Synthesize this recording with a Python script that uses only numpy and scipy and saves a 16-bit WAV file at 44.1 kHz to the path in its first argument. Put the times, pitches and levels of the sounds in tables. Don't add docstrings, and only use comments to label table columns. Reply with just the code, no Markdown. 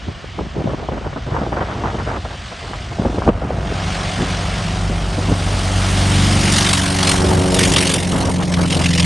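import sys
import numpy as np
from scipy import signal
from scipy.fft import rfft, irfft
from scipy.io import wavfile
from scipy.ndimage import uniform_filter1d

SR = 44100
rng = np.random.default_rng(int(sys.argv[2]) if len(sys.argv) > 2 else 0)


def materialize(psi):
    bounded = np.clip(np.atleast_2d(psi).T, -1, 1)
    quanta = np.round(bounded * 32767).astype(np.int16)
    wavfile.write(sys.argv[1], SR, quanta)


N = 399105
TIME = np.arange(N) / SR
BINS = np.fft.rfftfreq(512, 1 / SR)
FRAMES = np.arange(N // 128 + 5) * 128 / SR

# time in seconds, buffeting in dB before a shared lift, rumble in dB.
WIND_LEVELS = [(0, -47, -32.5), (1.22, -48, -29.5), (1.35, -32, -27), (1.75, -33.5, -26.5),
               (2.05, -34, -24), (2.45, -48, -34.5), (2.85, -45, -29), (3.15, -29.5, -23.5),
               (3.7, -35, -24), (4.05, -36.5, -29.5), (4.55, -36.5, -26), (5.15, -35.5, -26.5),
               (5.65, -33, -30), (6.4, -33.5, -26), (7.17, -39, -26), (7.26, -23.5, -21), (7.45, -25, -24),
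               (7.75, -24.5, -23), (8.1, -29, -47), (9.05, -31, -44)]
# start in seconds, length in seconds, level in dB before the buffet lift
# or rumble trim, brightness in dB before its spectral weighting.
WIND_SWELLS = [(0.065, 0.047, -38, -24), (0.382, 0.037, -26, -5), (0.447, .02, -30, -8),
               (0.547, 0.072, -26, -4), (0.665, 0.081, -28, 2), (0.771, 0.096, -31.5, 1.5),
               (0.888, .006, -23, -3), (0.915, 0.07, -28.5, 3), (1.012, .02, -33, 2),
               (1.041, 0.036, -28, 3), (1.127, 0.0077, -27.5, 8), (1.161, 0.023, -28.5, 3.5),
               (1.266, 0.04, -29, 1), (1.304, 0.13, -28, 5), (1.468, 0.015, -32, 0),
               (1.52, 0.031, -27.5, 6), (1.563, 0.031, -24, 6.5), (1.606, 0.029, -24, 6.5),
               (1.65, 0.064, -41, 9), (1.72, 0.025, -33, 4), (1.77, 0.053, -28.5, 2),
               (1.837, 0.024, -22, 5.5), (1.869, 0.045, -34, 8), (1.928, 0.027, -26, 2.5),
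               (1.982, 0.04, -33, 7.5), (2.065, 0.028, -30.5, 8), (2.096, 0.078, -31, 7),
               (2.249, 0.012, -31, 7), (2.297, .055, -40, 8), (2.515, 0.012, -35.5, 11),
               (2.622, 0.093, -37, 4), (2.732, 0.022, -32.5, 10.5), (2.914, .01, -34.5, 8),
               (2.984, 0.058, -28, -0.5), (3.049, 0.019, -16, -2), (3.179, 0.0078, -24, -6),
               (3.26, 0.047, -21.5, -2.5), (3.418, 0.039, -28, 0), (3.51, .02, -32, 4),
               (4.186, 0.048, -23.5, -6), (4.898, 0.022, -23.5, -6), (5.175, 0.019, -22.5, -1.5),
               (5.284, 0.04, -21, -3), (7.236, 0.35, -40, 2), (8.112, 0.19, -26, 4.5),
               (8.396, 0.038, -26, 6.5), (8.567, 0.085, -28.5, 8), (8.71, 0.12, -25.5, 4)]
# frequency in Hz, relative level in dB per Hz.
BUFFET_SPECTRUM = [(30, -24), (70, 7), (130, 9.5), (220, 4.5), (350, 3.5), (650, 0.5), (1000, -6.5),
                   (1300, -11), (1650, -17), (2500, -35), (5000, -86), (9000, -91)]
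# frequency in Hz, relative level in dB per Hz.
RUMBLE_SPECTRUM = [(10, -44), (28, -23), (42, -1.5), (60, 2.5), (90, 0), (140, -5), (220, -16.5),
                   (500, -36), (1500, -94)]
# frequency in Hz, correlation from -1 to 1.
WIND_CORRELATION = [(60, 0.87), (200, 0.9), (400, 0.86), (650, 0.98), (1000, 0.78), (1800, 0), (3000, 0.35)]
# peak time in seconds, level in dB, centre in Hz.
GUST_HITS = [(0.083, -15.5, 200), (0.088, -14, 114), (0.244, -20.5, 450), (0.391, -13, 754),
             (0.396, -17, 330), (0.432, -20, 171), (0.569, -18, 450), (0.644, -13, 290), (0.659, -10, 192),
             (0.675, -12, 600), (0.679, -11, 119), (0.736, -19, 650), (0.745, -15, 270), (0.888, -12, 740),
             (0.949, -22, 200), (1.324, -12, 130), (1.346, -15, 690), (1.366, -7, 920), (1.417, -13, 219),
             (1.435, -12, 460), (1.466, -14, 750), (1.528, -11, 750), (1.571, -19, 700), (1.619, -9.5, 730),
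             (1.838, -11, 870), (1.852, -13, 380), (1.945, -13, 690), (2.078, -18, 336),
             (2.116, -14.5, 735), (2.998, -7.5, 190), (3.017, -15, 330), (3.037, -22, 290),
             (3.056, -8, 416), (3.066, -8.5, 212), (3.101, -12.5, 260), (3.147, -11.5, 290),
             (3.185, -8.5, 448), (3.221, -14.5, 1010), (3.271, -15, 150), (3.278, 0, 700), (3.283, -8, 160),
             (3.289, -5.5, 740), (3.29, 0, 327), (3.291, -17, 2390), (3.294, -3, 453), (3.298, -8.5, 177),
             (3.304, -21, 475), (3.422, -15, 504), (3.507, -8, 557), (3.723, -16, 375), (4.209, -13, 328),
             (5.189, -15, 199), (5.33, -12, 110), (7.246, -6.5, 366), (7.312, -8, 200), (7.355, -9, 150),
             (8.618, -12, 320), (8.649, -16, 260)]
# time in seconds, level in dB.
ROAR_LEVEL = [(0, -45), (1.2, -39.5), (2.5, -42.5), (3.3, -33.5), (3.9, -28), (4.5, -27.5), (5, -29.5),
              (5.6, -25), (6.5, -23), (6.85, -26.5), (7.1, -20), (7.6, -29.5), (8, -35), (8.45, -48),
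              (9.05, -51)]
# frequency in Hz, relative level in dB per Hz.
ROAR_SPECTRUM = [(40, -37), (70, 7.5), (180, 3.5), (280, -6.5), (430, -4), (580, 1), (690, 4), (800, 3),
                 (1000, -2), (1300, -2), (1900, -10.5), (3000, -16.5), (5000, -65)]
# frequency in Hz, correlation from -1 to 1.
PLANE_CORRELATION = [(80, 1), (300, 0.4), (650, 0.55), (1100, 0.36), (1700, 0.97), (2300, 1), (3200, 0.99),
                     (4000, 1), (8000, 1), (9200, 1), (9800, -0.73), (11000, -0.75)]
# time in seconds, turns per second.
CRANK_SPEED = [(0, 46.6), (2.6, 46.8), (4, 47.4), (5, 47.5), (6, 47.4), (6.5, 47.24), (7, 46.88),
               (7.5, 46.24), (8, 45.2), (8.5, 44.2), (9.05, 43)]
# time in seconds, offset in dB.
TONE_LOUDNESS = [(0, -26), (2.6, -37), (3.3, -23), (3.65, -10), (4.3, -7.5), (4.9, -5.5), (5.3, -4),
                 (5.7, -3.5), (6.35, 1), (6.8, -2), (7.55, -0.5), (7.95, -5.5), (8.5, -3), (9.05, 1.5)]
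# time in seconds, level in dB.
WHINE_LEVEL = [(0, -58), (2.6, -51.5), (4, -44), (6, -44), (7, -46), (8, -58)]
# crank order, dB against the whine level.
WHINE_TONES = [(8, -2), (13.5, -4), (14.5, -2), (15.5, -1)]
# time in seconds, dB before flares and flutter.
RASP_LEVEL = [(0, -37), (1.06, -39), (2.6, -33.5), (3.285, -37), (3.305, -45), (3.93, -26.5), (4.7, -28.5),
              (5.1, -32.5), (5.55, -27), (6.2, -22.5), (6.68, -19.5), (6.86, -24.5), (7.1, -25), (7.3, -24),
              (7.55, -26), (7.9, -23.5), (8.07, -28), (8.47, -30.5), (8.7, -30), (9.05, -23)]
# frequency in Hz, relative level in dB per Hz.
RASP_SPECTRUM = [(650, -12), (1100, 0), (1380, -3), (2140, -1), (2510, -3), (3000, 0), (4100, -3.5),
                 (4710, -3.5), (6260, -6), (7690, -10), (8910, -6), (10400, -7), (11200, -20), (11500, -23),
                 (15000, -50), (22000, -120)]
# time in seconds, share from 0 to 1.
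FIRING_CONTRAST = [(0, 0.1), (3.8, 0.29), (5.8, 0.25), (6.3, 0.24), (6.6, 0.54), (7.5, 0.66), (8.1, 0.77),
                   (9.05, 0.86)]
CYLINDER_DB = [6, 8.5, -11.5, -20, 6.5, 6.5, -1, -15, -9.5]
# centre in seconds, half length in seconds, gain in dB.
EXHAUST_FLARES = [(6.57, 0.042, 1), (7.1, 0.089, 3.5), (7.62, 0.063, 5), (7.775, 0.011, 2),
                  (7.957, 0.018, 2), (8.531, 0.011, 4), (8.728, 0.042, 6.5), (8.832, 0.028, 3),
                  (9.003, 0.009, 4)]
# time in seconds, level in dB, brightness (top against bottom) in dB.
EXHAUST_CRACKS = [(6.524, -22, 10), (6.585, -19, -1), (6.7323, -14, 3), (6.776, -32, -10), (6.988, -23, -7),
                  (7.030, -20, -6), (7.072, -19, -7), (7.094, -18, 9), (7.116, -21, 12), (7.5438, -23, 11),
                  (7.592, -18.5, 9), (7.6311, -27, 13), (7.654, -27, -3), (7.738, -20, 8),
                  (7.763, -15.5, -10), (7.785, -22, -9), (7.871, -25, -5), (7.919, -27, -6),
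                  (7.940, -17, 0), (8.425, -33, -10), (8.540, -23, -10), (8.86, -24.5, -13),
                  (8.933, -29, 5), (8.979, -27, 0), (8.997, -22, -6), (9.029, -31, -2)]
# level in dB, gain astern in dB,
# lobe gain in dB, lobe bearing from the nose in degrees, lobe width in degrees.
THROB_BEAMS = [(-34, -9, 6, 39, 17), (-25, -4, -10.5, 47, 11.7), (-33.5, 6.5, 12, 50.4, 13)]
LEADING_ORDERS = [1, 3.5, 4.5]
# crank order, dB against it before a shared trim.
FOLLOWING_TONES = [(1.5, -3.5), (2.5, -4), (3, 2.5), (5, -9), (6.5, -7), (7, -7), (7.5, -11), (11.5, -11)]
# level in dB, gain astern in dB,
# lobe gain in dB, lobe bearing from the nose in degrees, lobe width in degrees.
DRONE_BEAMS = [(-21, -0.1, 4.5, 43, 11.4), (-21.5, 4.5, -17, 34.2, 2.8), (-37, 1.5, 11.5, 82, 43),
               (-42, -2.5, 19, 84, 21), (-49, 6, 17.5, 83, 23)]
UPPER_HARMONICS_DB = [-1, 2, -1.5, -6.5, -9, -6.5, -11]
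# time in seconds, frequency in Hz.
MONO_CORNER = [(1.1, 25), (1.2, 252), (1.6, 690), (2.2, 860), (5.7, 940), (6.5, 555), (7, 337), (7.5, 176),
               (8.1, 45)]

BLADES_PER_TURN = 1.996
ABEAM_S, ABEAM_M_PER_S = 7.655, 33.8
ACCELERATION_M_PER_S2, RUNWAY_M = 2.77, 49.3
WAKE_DB, WAKE_RAD, WAKE_PER_S = 2.2, .2, 7
BRIGHT_DB, DULLING_DB_PER_M = 8, 0.1251
FLUTTER_DB, FLUTTER_PER_S = 1.8, 2.7
SWELL_ATTACK_SHARE, SWELL_RELEASE_S = 0.15, 0.009
SWELL_RUMBLE_DB = -6
EDGE_HZ = 11200


def amp(db):
    return 10 ** (np.asarray(db) / 20)


def unit(x):
    return x / np.sqrt(np.mean(x ** 2) + 1e-20)


def curve(rows, axis=1, t=TIME):
    rows = np.asarray(rows)
    return np.interp(t, rows[:, 0], rows[:, axis])


def colour(points):
    hz, value = np.transpose(points)
    return np.interp(np.log(BINS + 1), np.log(hz + 1), value)


def wander(rate):
    hz = np.fft.rfftfreq(N // 20, 20 / SR)
    spectrum = rfft(rng.standard_normal(N // 20)) / (1 + (hz / rate) ** 4)
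    slow = irfft(spectrum)
    return np.interp(TIME, np.arange(len(slow)) * 20 / SR, unit(slow))


def noise(field_db, correlation):
    a, b, c, d = rng.standard_normal((4, len(FRAMES), len(BINS)))
    same = np.clip(colour(correlation), -1, 1)
    mid = (a + 1j * b) * np.sqrt((1 + same) / 2)
    side = (c + 1j * d) * np.sqrt((1 - same) / 2)
    z = np.array([mid + side, mid - side]) * amp(field_db)
    x = signal.istft(z.transpose(0, 2, 1), nperseg=512, noverlap=384)[1][:, :N]
    return x / np.std(x.mean(0))


def bass_cut(x, hz):
    return signal.sosfilt(signal.butter(4, hz, "high", fs=SR, output="sos"), x)


def bursts(times, levels_db, rise, fall):
    envelope, t = np.zeros(N), np.arange(-256, 2048) / SR
    shape = np.exp(np.minimum(t / rise, -t / fall))
    for s, db in zip(times, levels_db):
        part = envelope[round((s + t[0]) * SR):][:len(t)]
        part += (amp(db) * shape)[:len(part)]
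    return envelope


def swells():
    power, bright = np.zeros(N), np.zeros(N)
    for start, length, db, bright_db in WIND_SWELLS:
        attack = np.clip((TIME - start) / (SWELL_ATTACK_SHARE * length) + .5, 0, 1)
        release = np.exp(-np.clip((TIME - start - length) / SWELL_RELEASE_S, 0, 20))
        power += (amp(db) * attack * release) ** 2
        bright += bright_db * attack * release
    return np.sqrt(power), np.interp(FRAMES, TIME, bright)


def wind_buffet(swell, bright_db, lumpy_db=1.66, crackle_db=2.6, lift_db=4):
    eddies = unit(amp(lumpy_db * np.minimum(wander(31), 2) + crackle_db * wander(290)))
    tilt = colour([(150, -0.19), (420, -0.14), (1200, 1.18), (2200, 2.12)])
    field_db = colour(BUFFET_SPECTRUM) + bright_db[:, None] * tilt
    sputter = bass_cut(noise(field_db, WIND_CORRELATION) * eddies, 45.0)
    return sputter * amp(lift_db) * np.hypot(amp(curve(WIND_LEVELS)), swell)


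def wind_rumble(swell, apart=0.13, heave_db=0.2):
    hz, db = np.transpose(RUMBLE_SPECTRUM)
    shape = amp(np.interp(np.log(np.fft.rfftfreq(N, 1 / SR) + 1), np.log(hz), db))
    mid, side = unit(irfft(rfft(rng.standard_normal((2, N))) * shape, N))
    steady = amp(curve(WIND_LEVELS, axis=2) + heave_db * wander(2.8))
    level = np.hypot(steady, amp(SWELL_RUMBLE_DB) * swell)
    return np.array([mid + apart * side, mid - apart * side]) * level


def wind():
    swell, bright_db = swells()
    return wind_buffet(swell, bright_db) + wind_rumble(swell)


def gusts(cycles=0.75, spray=0.21, rise=0.00039, fall=0.006, reach_hz=600, apart=1.0):
    out, t = np.zeros((2, N)), np.arange(-1024, 1024) / SR
    envelope = np.exp(np.minimum(t / rise, -t / fall))
    for s, db, hz in GUST_HITS:
        thud = np.exp(-(t * hz / cycles) ** 2) * np.cos(2 * np.pi * (hz * t + rng.random()))
        band = signal.butter(4, [hz / 2, min(hz + reach_hz, SR / 4)], "band", fs=SR, output="sos")
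        mid, side = unit(signal.sosfilt(band, rng.standard_normal((2, len(t))))) * envelope
        hit = amp(db) * (thud + spray * np.array([mid + apart * side, mid - apart * side]))
        part = out[:, round(s * SR) - len(t) // 2:][:, :len(t)]
        part += hit[:, :part.shape[1]]
    return out


def roar(turns):
    far = np.interp(FRAMES, [3, 6.3], [1, 0])[:, None]
    hollow_db = colour([(300, 5.0), (440, 1.0), (560, -1), (680, 5.5), (800, -1.5), (950, -1.0), (1300, 2.5)])
    pulse = 1 + 0.5 * np.cos(2 * np.pi * BLADES_PER_TURN * turns)
    wash = noise(colour(ROAR_SPECTRUM) + far * hollow_db, PLANE_CORRELATION)
    return bass_cut(wash * pulse, 44) * amp(curve(ROAR_LEVEL) + wander(27))


def flight(t=TIME):
    since = t - ABEAM_S
    along = ABEAM_M_PER_S * since + ACCELERATION_M_PER_S2 * since ** 2 / 2
    return np.hypot(along, RUNWAY_M), np.degrees(np.arctan2(RUNWAY_M, -along))


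def beamed(level_db, astern_db, lobe_db, lobe_deg, width_deg):
    bearing = flight()[1]
    lobe = np.exp(-((bearing - lobe_deg) / width_deg) ** 2)
    return curve(TONE_LOUDNESS) + level_db - astern_db * np.cos(np.radians(bearing)) + lobe_db * lobe


def tone(turns, order, level_db, waver_db, smear=0.061, spread=0.13):
    wake = np.clip((TIME - ABEAM_S) / .5, 0, 1)
    shake = smear * wander(2.2) + WAKE_RAD * wake * wander(WAKE_PER_S)
    phase = 2 * np.pi * (order * turns + rng.random()) + shake
    level = amp(level_db + waver_db * wander(3) + WAKE_DB * wake * wander(WAKE_PER_S))
    lead = min(spread * np.sqrt(order), np.pi / 5) * np.array([[1], [-1]])
    return np.sqrt(2) * level * (np.cos(phase) - np.tan(lead) * np.sin(phase))


def far_whine(turns):
    level_db = curve(WHINE_LEVEL)
    return sum(tone(turns, order, level_db + db, waver_db=3.5, smear=1.1) for order, db in WHINE_TONES)


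def firing_puffs(turns, scatter_db=1.3, decay_s=0.0036):
    shot = (turns * 4.5 + 5.6).astype(int)
    scatter = scatter_db * rng.standard_normal(shot.max() + 1)[shot]
    shot_db = np.array(CYLINDER_DB)[shot % len(CYLINDER_DB)] + scatter
    kicks = (np.diff(shot, prepend=0) > 0) * amp(shot_db) ** 2
    power = signal.lfilter([1], [1, -np.exp(-1 / (decay_s * SR))], kicks)
    puffs = uniform_filter1d(power ** (curve(FIRING_CONTRAST) / 2), size=110)
    return puffs / np.sqrt(uniform_filter1d(puffs ** 2, size=7600))


def cracks(hiss, split_hz=5500, rise=0.001, fall=0.0051):
    top = signal.sosfiltfilt(signal.butter(2, split_hz, "high", fs=SR, output="sos"), hiss)
    s, db, bright_db = np.transpose(EXHAUST_CRACKS)
    dark = (hiss - top) * bursts(s, db - bright_db / 2, rise, fall)
    return dark + top * bursts(s, db + bright_db / 2, rise, fall)


def exhaust_hiss(patchy_db=2.3, notch_db=5):
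    bright_db = BRIGHT_DB - DULLING_DB_PER_M * flight(FRAMES)[0][:, None]
    tilt = bright_db * colour([(1500, -0.13), (3000, 0.04), (5000, 0.34), (8000, 0.69), (11000, 2.07)])
    passed = np.interp(FRAMES, [7, 7.9], [0, 1])[:, None]
    notch = notch_db * passed * colour([(800, 0.7), (1300, 1.0), (1800, -0.26), (2600, -0.34), (4000, -0.11)])
    patches = uniform_filter1d(rng.standard_normal(tilt.shape), size=14, axis=0)
    patches = unit(uniform_filter1d(patches, size=6, axis=1))
    patches *= patchy_db * (0.36 + curve(FIRING_CONTRAST, t=FRAMES))[:, None]
    return noise(colour(RASP_SPECTRUM) + tilt - notch + patches, PLANE_CORRELATION)


def exhaust_rasp(turns):
    hiss = exhaust_hiss()
    flare_db = sum(db * np.exp(-((TIME - s) / half) ** 2) for s, half, db in EXHAUST_FLARES)
    flutter_db = FLUTTER_DB * curve(FIRING_CONTRAST) * wander(FLUTTER_PER_S)
    level = amp(curve(RASP_LEVEL) + flare_db + flutter_db)
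    return hiss * level * firing_puffs(turns) + cracks(hiss)


def exhaust_throb(turns):
    levels = [beamed(*row) for row in THROB_BEAMS]
    leading = sum(tone(turns, order, db, waver_db=1, smear=.1) for order, db in zip(LEADING_ORDERS, levels))
    trimmed_db = levels[-1] - 1.5
    following = sum(tone(turns, order, trimmed_db + db, waver_db=1.0) for order, db in FOLLOWING_TONES)
    return leading + following


def propeller(turns):
    blades = turns * BLADES_PER_TURN
    *levels, upper_db = [beamed(*row) for row in DRONE_BEAMS]
    low = sum(tone(blades, k, db, waver_db=.55 * k, smear=.06 * k) for k, db in enumerate(levels, 1))
    high = sum(tone(blades, k, upper_db + db, waver_db=2.5, smear=.3)
               for k, db in enumerate(UPPER_HARMONICS_DB, 5))
    return low + high


def scene():
    turns = np.cumsum(curve(CRANK_SPEED)) / SR
    air = wind() + gusts() + roar(turns)
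    engine = far_whine(turns) + exhaust_rasp(turns) + exhaust_throb(turns)
    return air + engine + propeller(turns)


def record(dry):
    hz, t, z = signal.stft((dry[0] - dry[1]) / 2, SR, nperseg=2048)
    z = z / np.sqrt(1 + (curve(MONO_CORNER, t=t) / (hz[:, None] + 1)) ** 16)
    side = signal.istft(z, SR, nperseg=2048)[1][:N]
    x = dry.mean(0) + np.array([side, -side])
    held = x / (1 + x ** 6) ** (1 / 6)
    low_pass = signal.firwin(127, EDGE_HZ, window=("kaiser", 9), fs=SR)
    return signal.oaconvolve(held, low_pass[None], "same")


dry = scene()
out = record(dry)
materialize(out)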